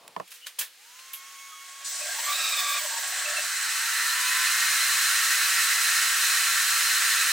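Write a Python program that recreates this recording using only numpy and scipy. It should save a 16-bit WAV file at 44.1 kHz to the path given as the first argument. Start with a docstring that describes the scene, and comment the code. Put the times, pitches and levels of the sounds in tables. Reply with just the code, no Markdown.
"""A workshop, at a milling machine in its sheet-metal cabinet. Close handling knocks and clacks of the
mechanism, then a drive spins up to a steady whine. The head runs down its axis with a rough, gliding
tone that makes the guards sing, while the ways scrape, hiss and squeak. A second motor comes up to speed
and a broad, turbulent rush swells with it, coloured by the resonances of the cabinet."""
import sys
import numpy as np
from scipy import signal
from scipy.fft import rfft, irfft, next_fast_len
from scipy.io import wavfile
from scipy.ndimage import map_coordinates

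SR = 44100
rng = np.random.default_rng(int(sys.argv[2]) if len(sys.argv) > 2 else 0)


def to_wav(sig):
    """Store sig (one row per channel, or 1-D mono) as 16-bit WAV at the path in sys.argv[1].

    Samples outside -1..1 are clipped; the rate is SR.
    """
    pcm = np.clip(np.atleast_2d(sig), -1, 1) * 32767
    pcm = np.round(pcm).astype(np.int16)
    wavfile.write(sys.argv[1], SR, pcm.T)  # frames by channels


N = 322796

# rush spectrum: f/Hz, density/dB
RUSH_SPECTRUM = [(30, -43.0), (150, -42), (300, -47.5), (500, -19.5), (850, -17), (1100, -5.5), (1400, -12),
                 (1800, -3), (2300, 1), (3350, -3), (5000, -0.3), (8300, 1), (11000, -5), (15700, -9)]
def rush(split_hz=3000, flicker_db=0.38, ripple_db=1.5, ripple_step_hz=22):
    """Turbulence, louder and brighter with the second motor's speed; standing waves ripple the treble."""
    speed = motor_hz() / MOTOR_TOP_HZ
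    waves_db = ripple_db * rng.standard_normal(8192)

    def ripple(hz):
        wave_db = np.interp(hz / ripple_step_hz, np.arange(len(waves_db)), waves_db)
        return undb(np.minimum(hz / split_hz, 1) * wave_db)

    air = noise(lambda hz: colour(RUSH_SPECTRUM, hz) * cabinet(hz, depth=0.93) * ripple(hz))
    low = lowpass(air, split_hz, order=2)
    body = low * undb(flicker_db * walk(22))
    treble = (air - low) * with_speed(speed, flicker_db * walk(28), db_per_doubling=8)
    gain = with_speed(speed, db=-22.5, db_per_doubling=11.5) * envelope(start_s=2.71, attack_s=0.68)
    return (body + treble) * gain


# cabinet resonances: f/Hz, width/Hz, lift/dB
CABINET_MODES = [(732, 28, 6), (765, 18, 8.5), (926, 58, 7.5), (1172, 51, 8.5), (1300, 32, 6.5),
                 (1353, 128, 15), (1439, 167, 9), (1519.6, 33, 14.5), (1593, 26.5, 10.5), (1616, 43, 7),
                 (1700, 97, 12), (1782, 43, 11.5), (1844, 45, 4.5), (1882, 51, 13), (2000, 15, 13.5),
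                 (2075, 31, 7.5), (2100, 24, 0.5), (2549, 51, 8.5), (2726, 160, 5), (3000, 42, 8.5),
                 (3610, 52, 7), (3770, 46, 8.5), (4060, 61, 5), (4146, 29, 5), (4040, 210, 5),
                 (4155, 27, 10), (5470, 21, 3), (6830, 30, 6.5), (7660, 170, -5.5), (7795, 74, 7)]
def cabinet(hz, depth):
    """Gain of the sheet-metal resonances; depth scales their lift in dB."""
    return lift(CABINET_MODES, hz) ** depth


# drive partials: multiple, level/dB
DRIVE_PARTIALS = [(1, -4), (2, -17.5), (3, -11.5), (4, -25.5), (5, -18), (6, -11.5), (7, -23), (8, -19)]
# housing resonances: f/Hz, width/Hz, lift/dB
HOUSING_MODES = [(2195, 110, 9), (4150, 330, 22)]
# drive hiss spectrum: f/Hz, density/dB
DRIVE_HISS_SPECTRUM = [(40, -37), (200, -24.5), (450, -31.5), (700, -12.5), (950, -6), (1300, -2.5),
                       (1900, -0.5), (2900, 0.5), (4400, -3.5), (6500, 2.5), (9000, -3.5), (12000, -8),
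                       (16000, -10)]
def drive(start_s=0.637, spinup_s=0.125, top_hz=1102, whine_db=-48.5, hiss_db=-47.5, load_db=3):
    """A drive nears top speed exponentially, hissing; its partials flare at housing resonances."""
    speed = 1 - np.exp(-np.maximum(clock() - start_s, 0) / spinup_s)
    tone_hz = top_hz * speed
    phase = turn(tone_hz * (1 + 0.00198 * walk(25)))
    whine = 0
    for k, db in DRIVE_PARTIALS:
        flutter_db = (3 if k > 1 else 0.6) * walk(18)
        whine += lift(HOUSING_MODES, k * tone_hz) * undb(db + flutter_db) * np.sin(k * phase)
    whine *= np.sqrt(2) * undb(whine_db) * speed ** 2 * envelope(start_s, attack_s=0.74)
    hiss = noise(lambda hz: colour(DRIVE_HISS_SPECTRUM, hz) * cabinet(hz, depth=0.25))
    hiss *= undb(0.35 * walk(20))
    load = envelope(*SCRAPE_S)  # while the axis travels
    return whine + hiss * with_speed(speed, hiss_db + load_db * load, db_per_doubling=26)


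# axis partials: multiple, level/dB, width/Hz
AXIS_PARTIALS = [(1, -9, 150), (2, 1, 380), (3, 2, 420), (4, -2, 1200), (6, -25, 900)]
# judder at slow speed: tone f/Hz, width/Hz, lift/dB
AXIS_JUDDER = [(650, 76, 12.5)]
AXIS_FAST_HZ = 1250
TRAVEL_S = (1.985, 0.082, 3.42, 0.08)  # start, attack, end, release
def axis(flicker_db=1.6):
    """The moving axis rasps: each partial is shaken at random into a band, then rung by the cabinet."""
    tone_hz = axis_hz()
    phase, speed = turn(tone_hz), tone_hz / AXIS_FAST_HZ
    overtone_gain = with_speed(speed, db=0, db_per_doubling=28)
    tone = 0
    for k, db, width_hz in AXIS_PARTIALS:
        band = walk(width_hz) * np.sin(k * phase) + walk(width_hz) * np.cos(k * phase)
        tone += undb(db) * (overtone_gain if k > 1 else 1) * band
    n = next_fast_len(N, True)
    bin_hz = np.arange(n // 2 + 1) * SR / n
    rung = irfft(rfft(tone, n) * cabinet(bin_hz, depth=0.42), n)[:N]
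    gain = with_speed(speed, db=-38, db_per_doubling=13) * lift(AXIS_JUDDER, tone_hz)
    return highpass(rung * gain * envelope(*TRAVEL_S) * undb(flicker_db * walk(44.64)), 600)


# axis tone: t/s, f/Hz
AXIS_GLIDE = [(2.028, 615), (2.12, 700), (2.18, 900), (2.26, 1078), (2.36, 1278), (2.5, 1255), (2.58, 1208),
              (2.78, 1197), (2.81, 1001), (2.99, 914), (3.06, 769), (3.199, 740), (3.26, 624), (3.42, 665)]
def axis_hz():
    """The tone follows axis speed: a fast run, then two slower steps."""
    return np.interp(clock(), *np.transpose(AXIS_GLIDE))


# body modes of ways and guards: f/Hz, width/Hz, level/dB
WAYS_MODES = [(594, 37, -3), (725, 53, -1.5), (925, 46, -7.5), (1120, 57, 2), (1410, 46, 0.5),
              (1620, 78, 7), (1856, 160, 1), (2080, 230, -3), (2500, 860, -9.5), (3030, 2100, -4)]
# friction hiss spectrum: f/Hz, density/dB
WAYS_HISS_SPECTRUM = [(200, -62), (1500, -43), (3000, -17), (4100, -2), (5250, -3.5), (6300, -0.5),
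                      (7100, -5.5), (7400, -5), (8000, 1.5), (8600, -5), (9200, -2.5), (9800, -12.5),
                      (12000, -19), (16000, -20)]
# thin ringing of the ways: f/Hz, width/Hz, lift/dB
WAYS_RINGS = [(5270, 12, 14), (5950, 59, 7.5), (7150, 86, 15.5), (7640, 47, 16.5), (7910, 82, 6),
              (8510, 57, 13.5), (9150, 110, 3)]
# sizzle spectrum: f/Hz, density/dB
SIZZLE_SPECTRUM = [(300, -72), (7000, -35), (10500, -6.5), (12000, -10), (13500, -7), (15300, -2),
                   (16000, -18)]
# start, attack, end, release
CREEP_S, SCRAPE_S = (1.604, 0.087, 1.855, 0.093), (1.78, 0.34, 3.38, 0.11)
HISS_S, SIZZLE_S = (1.842, 0.011, 3.73, 0.51), (1.8, 0.28, 3.32, 0.3)
def ways(creep_scrape_db=-51.5, creep_hiss_db=-48.5):
    """Friction of the ways rings the guards, hisses and sizzles, unevenly and more with speed."""
    def modes(hz):
        powers = (undb(2 * db) / (1 + (1.48 * (hz - mode_hz) / width_hz) ** 2) ** 2
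                  for mode_hz, width_hz, db in WAYS_MODES)
        return np.sqrt(sum(powers))

    scrape = highpass(noise(modes), 506)
    hiss = noise(lambda hz: colour(WAYS_HISS_SPECTRUM, hz) * lift(WAYS_RINGS, hz) * cabinet(hz, 0.22))
    sizzle = noise(lambda hz: colour(SIZZLE_SPECTRUM, hz))
    speed = axis_hz() / AXIS_FAST_HZ
    creep = envelope(*CREEP_S)  # the axis takes up its load
    scrape *= with_speed(speed, -35, 3) * envelope(*SCRAPE_S) + undb(creep_scrape_db) * creep
    hiss *= with_speed(speed, -31.5, 2.5) * envelope(*HISS_S) + undb(creep_hiss_db) * creep
    sizzle *= with_speed(speed, -39, 8) * envelope(*SIZZLE_S)
    uneven_db = 1.1 * walk(50)
    return scrape * undb(uneven_db) + hiss * undb(uneven_db / 2) + sizzle * undb(2 * walk(40))


# guard panels: f/Hz, reach/Hz, level/dB
GUARD_PANELS = [(595, 50, -40.5), (923, 34, -42), (1157, 69, -33)]
def guards(waver=0.0081, roughness=0.84):
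    """Unevenly shaken panels sing while the axis tone is near their resonance; higher ones are rougher."""
    bend, shake, tone_hz = walk(260), walk(200), axis_hz()
    out = 0
    for hz, reach_hz, db in GUARD_PANELS:
        swell = np.exp(-((tone_hz - hz) / reach_hz) ** 2)
        flutter = 1 + roughness * min(hz / 2000, 1) * shake
        out += undb(db) * swell * flutter * np.sin(turn(hz * (1 + waver * bend)))
    return np.sqrt(2) * out * envelope(*TRAVEL_S)


# squeaks of ways and guards, and a midrange snap just after the clack at 1.132 s: centre t/s, f/Hz, half-
# width/Hz, level/dB, half-length/s
SQUEAKS_AND_SNAP = [(0.436, 2960, 190, -46.5, 0.032), (1.145, 3000, 900, -42.5, 0.017),
                    (1.549, 1247, 30, -51, 0.055), (1.9, 15100, 1080, -42, .03), (2.03, 2530, 140, -40, .03),
                    (2.104, 1622, 45, -37, 0.0352), (2.258, 13900, 900, -37, .035),
                    (2.308, 15300, 600, -37, .04), (2.34, 3840, 90, -33, .03), (2.57, 14400, 1112, -39, .025),
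                    (2.61, 15520, 498, -38, .03), (2.699, 15100, 700, -41, .04), (2.785, 14900, 900, -41, .025),
                    (2.848, 606, 25, -41.5, .05), (3.27, 2650, 80, -31.5, .033),
                    (3.39, 2652, 79.3, -28.5, .036)]
def squeaks():
    """Narrow noise bands that swell and fade: squeaks of the ways and guards, and a midrange snap that follows
    the clack at 1.132 s."""
    out = np.zeros((2, N))
    for centre_s, centre_hz, half_hz, db, half_s in SQUEAKS_AND_SNAP:
        n = int(2 * half_s * SR)
        band = noise(lambda hz: np.exp(-((hz - centre_hz) / half_hz) ** 2), n)
        add(out, centre_s - half_s, undb(db) * np.hanning(n) * band)
    return out


# second motor partials: multiple, level/dB
MOTOR_PARTIALS = [(1, -0.5), (2, -2), (3, 1)]
# mount resonances: f/Hz, width/Hz, lift/dB
MOUNT_MODES = [(1013, 64, 11.5), (2106, 170, 14.5)]
MOTOR_TOP_HZ = 1094
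def motor(wobble=0.00088, flutter_db=2):
    """The second motor whines slowly upward; its partials flare at the resonances of its mount."""
    hz = motor_hz()
    phase = turn(hz * (1 + wobble * walk(20)))
    whine = 0
    for k, db in MOTOR_PARTIALS:
        whine += lift(MOUNT_MODES, k * hz) * undb(db + flutter_db * walk(12)) * np.sin(k * phase)
    gain = with_speed(hz / MOTOR_TOP_HZ, db=-53, db_per_doubling=4)
    return np.sqrt(2) * whine * gain * envelope(start_s=3.25, attack_s=0.53)


def motor_hz(start_s=0.9, ramp_hz_per_s=312.3, knee_hz=88):
    """Tone of the second motor: a steady ramp that eases into top speed."""
    to_go_hz = MOTOR_TOP_HZ - ramp_hz_per_s * (clock() - start_s)
    return np.maximum(MOTOR_TOP_HZ - knee_hz * np.logaddexp(0, to_go_hz / knee_hz), 0)


# clacks of the mechanism: t/s, level/dB, t60/s, tilt/(dB/octave), relative ring/dB
MECHANISM_CLACKS = [(0.078, -30.5, 0.013, 1.5, -44), (0.276, -47, 0.092, 2, -30), (0.305, -45, .2, 3, -30),
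                    (0.316, -40, 0.13, 0, -30), (0.340, -44.5, .3, 2, -30), (0.462, -38, 0.033, 0, -30),
                    (0.467, -27, 0.033, -0.5, -30), (0.472, -37, 0.15, 0, -22),
                    (0.585, -36, 0.27, -2.5, -30), (0.589, -21, 0.17, 6, -23), (0.610, -28, 0.16, 0, -23),
                    (0.988, -44, 0.13, -2.5, -32), (1.132, -38.5, 0.18, 2, 5)]
# clack spectrum: f/Hz, density/dB
CLACK_SPECTRUM = [(88, -69), (150, -35), (286, -40), (555, -16), (854, -15), (1120, -5), (1290, -13),
                  (1630, 0), (2100, -4.5), (3100, -0.5), (4580, -6), (10000, -7.5), (16000, -12.5)]
def clacks(rise_s=0.00075, ring_hz=11800, ring_half_width_hz=1500):
    """Sharp clacks scatter into the cabinet's dense ring; the two loudest come as quick clusters."""
    out, t = np.zeros((2, N)), np.arange(SR // 3) / SR
    for start_s, db, t60_s, tilt, ring_db in MECHANISM_CLACKS:
        body = noise(lambda hz: colour(CLACK_SPECTRUM, hz) * undb(tilt * np.log2((hz + 1) / 4000)), len(t))
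        ring = noise(lambda hz: 1 / (1 + ((hz - ring_hz) / ring_half_width_hz) ** 2), len(t))
        gain = undb(db - 60 * t / t60_s) * (1 - np.exp(-t / rise_s))
        add(out, start_s, (body + undb(ring_db) * ring) * gain)
    return out


# handling knocks: t/s, level/dB, relative thud/dB
HANDLING_KNOCKS = [(0.1641, -22.5, -6.5), (0.1996, -24, -5.5)]
# ring of a handling knock: f/Hz, relative level/dB, t60/s
HANDLING_KNOCK_MODES = [(183, -21, 0.098), (657, -8.5, 0.031), (784, -16, .03), (1033, 2, 0.018),
                        (1084, 5.5, 0.018), (1780, -4, 0.016), (2210, -17, 0.012)]
# thud and rustle spectrum: f/Hz, density/dB
THUD_SPECTRUM = [(30, -32), (100, -11), (180, -7), (270, -5.5), (650, 0), (1100, 2), (1600, -19),
                 (5000, -37)]
def handling_knocks(rise_s=0.0036, thud_t60_s=0.084, snap_db=-9, snap_t60_s=0.011, rustle_db=-55):
    """Two soft handling knocks close to the microphone: snap, ring and thud; a faint rustle leads in."""
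    out, t = np.zeros((2, N)), np.arange(SR // 5) / SR
    ring = sum(undb(db - 60 * t / t60_s) * np.sin(2 * np.pi * hz * t)
               for hz, db, t60_s in HANDLING_KNOCK_MODES)
    ring *= 1 - 0.93 * np.exp(-(t / rise_s) ** 2)
    ring /= np.abs(ring).max()
    snap_spectrum = [(300, -30), (1800, 9), (4000, -3), (7000, -12), (16000, -26)]  # f/Hz, density/dB
    for start_s, db, thud_db in HANDLING_KNOCKS:
        thud = np.array([undb(side_db) * noise(lambda hz: colour(THUD_SPECTRUM, hz), len(t))[0]
                         for side_db in (-7, 0)])  # left, right
        thud *= undb(thud_db - 60 * t / thud_t60_s)
        snap = noise(lambda hz: colour(snap_spectrum, hz), len(t)) * undb(snap_db - 60 * t / snap_t60_s)
        add(out, start_s, undb(db) * (ring + thud + snap))
    fade = np.interp(clock(), [0, 0.08, 0.2, 0.25], [0.56, 1, 0, 0.059])
    rustle = undb(rustle_db) * fade * noise(lambda hz: colour(THUD_SPECTRUM, hz))
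    return highpass(out + rustle, 113)


# room noise spectrum: f/Hz, density/dB
ROOM_SPECTRUM = [(30, -28), (150, -29), (350, -15), (650, -14), (1300, -5), (2300, -0.5), (3000, -0.5),
                 (4500, -1.5), (6000, -5), (9000, -5.5), (16000, -13)]
def workshop(room_db=-53.5, fan_hz=486, fan_db=-79.5, open_s=0.27, early_treble_db=-5):
    """Quiet room noise and a faint fan tone; the treble opens just after the knocks."""
    room = undb(room_db) * noise(lambda hz: colour(ROOM_SPECTRUM, hz))
    low = lowpass(room, 2500, order=1)
    treble_db = early_treble_db * np.clip((open_s - clock()) / 0.04, 0, 1)
    fan = undb(fan_db) * np.sqrt(2) * np.sin(2 * np.pi * fan_hz * clock())
    return low + (room - low) * undb(treble_db) + fan


# stereo width: f/Hz, side minus mid/dB
STEREO_WIDTH = [(100, -33), (700, -32), (1300, -13), (2400, -11), (4400, -8.5), (15000, -9.5)]
def noise(gain, size=N):
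    """Stereo noise of rms 1 with spectrum gain(hz); narrow in the bass, wider in the treble."""
    n = next_fast_len(size, True)
    hz = np.arange(n // 2 + 1) * SR / n
    mid, side = rfft(rng.standard_normal((2, n)))
    side *= colour(STEREO_WIDTH, hz)
    stereo = irfft(np.array([mid + side, mid - side]) * gain(hz), n)[:, :size]
    return stereo / np.sqrt(np.mean(stereo ** 2))


def colour(points, hz):
    """Gain at hz of a spectrum (f/Hz, level/dB)."""
    point_hz, db = np.transpose(points)
    return undb(np.interp(np.log(hz + 1), np.log(point_hz), db))


def lift(peaks, hz):
    """Gain at hz of a set of resonances."""
    return undb(sum(db / (1 + (2 * (hz - peak_hz) / width_hz) ** 2) for peak_hz, width_hz, db in peaks))


def with_speed(speed, db, db_per_doubling):
    """Gain as a power of speed, db at speed 1."""
    return undb(db + db_per_doubling * np.log2(np.maximum(speed, 1e-3)))


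def envelope(start_s, attack_s, end_s=np.inf, release_s=1):
    """Linear rise, hold at 1, linear fall from end_s."""
    t = clock()
    return np.clip((t - start_s) / attack_s, 0, 1) * np.clip(1 - (t - end_s) / release_s, 0, 1)


def walk(rate_hz):
    """Smooth random wander of spread 1."""
    return 1.14 * map_coordinates(rng.standard_normal(8192), [clock() * rate_hz], order=2, mode="wrap")


def turn(hz):
    """Phase/rad of a rotation at hz."""
    return 2 * np.pi * np.cumsum(hz) / SR


def highpass(x, hz):
    """Third-order bass cut."""
    return signal.sosfilt(signal.butter(3, hz, "high", fs=SR, output="sos"), x)


def lowpass(x, hz, order):
    """Zero-phase low band."""
    return signal.sosfiltfilt(signal.butter(order, hz, fs=SR, output="sos"), x)


def add(out, start_s, sound):
    """Mix a sound in at start_s."""
    i = max(int(start_s * SR), 0)
    out[:, i:i + sound.shape[-1]] += sound[..., :N - i]


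def undb(db):
    """Decibels to gain."""
    return 10 ** (np.asarray(db) / 20)


def clock():
    """Sample times/s."""
    return np.arange(N) / SR


def scene(right_lead_db=0.87):
    """Handling knocks and the machine, a little to the right, over the room noise."""
    handling = handling_knocks()
    machine = clacks() + drive() + motor() + axis() + guards() + ways() + squeaks() + rush()
    pan = undb(np.array([[-right_lead_db], [right_lead_db]]) / 2)
    return (handling + machine) * pan + workshop()


def record(dry, top_hz=15950):
    """Steep low-pass at top_hz."""
    return signal.sosfilt(signal.ellip(12, 0.2, 70, top_hz, fs=SR, output="sos"), dry)


dry = scene()
out = record(dry)
to_wav(out)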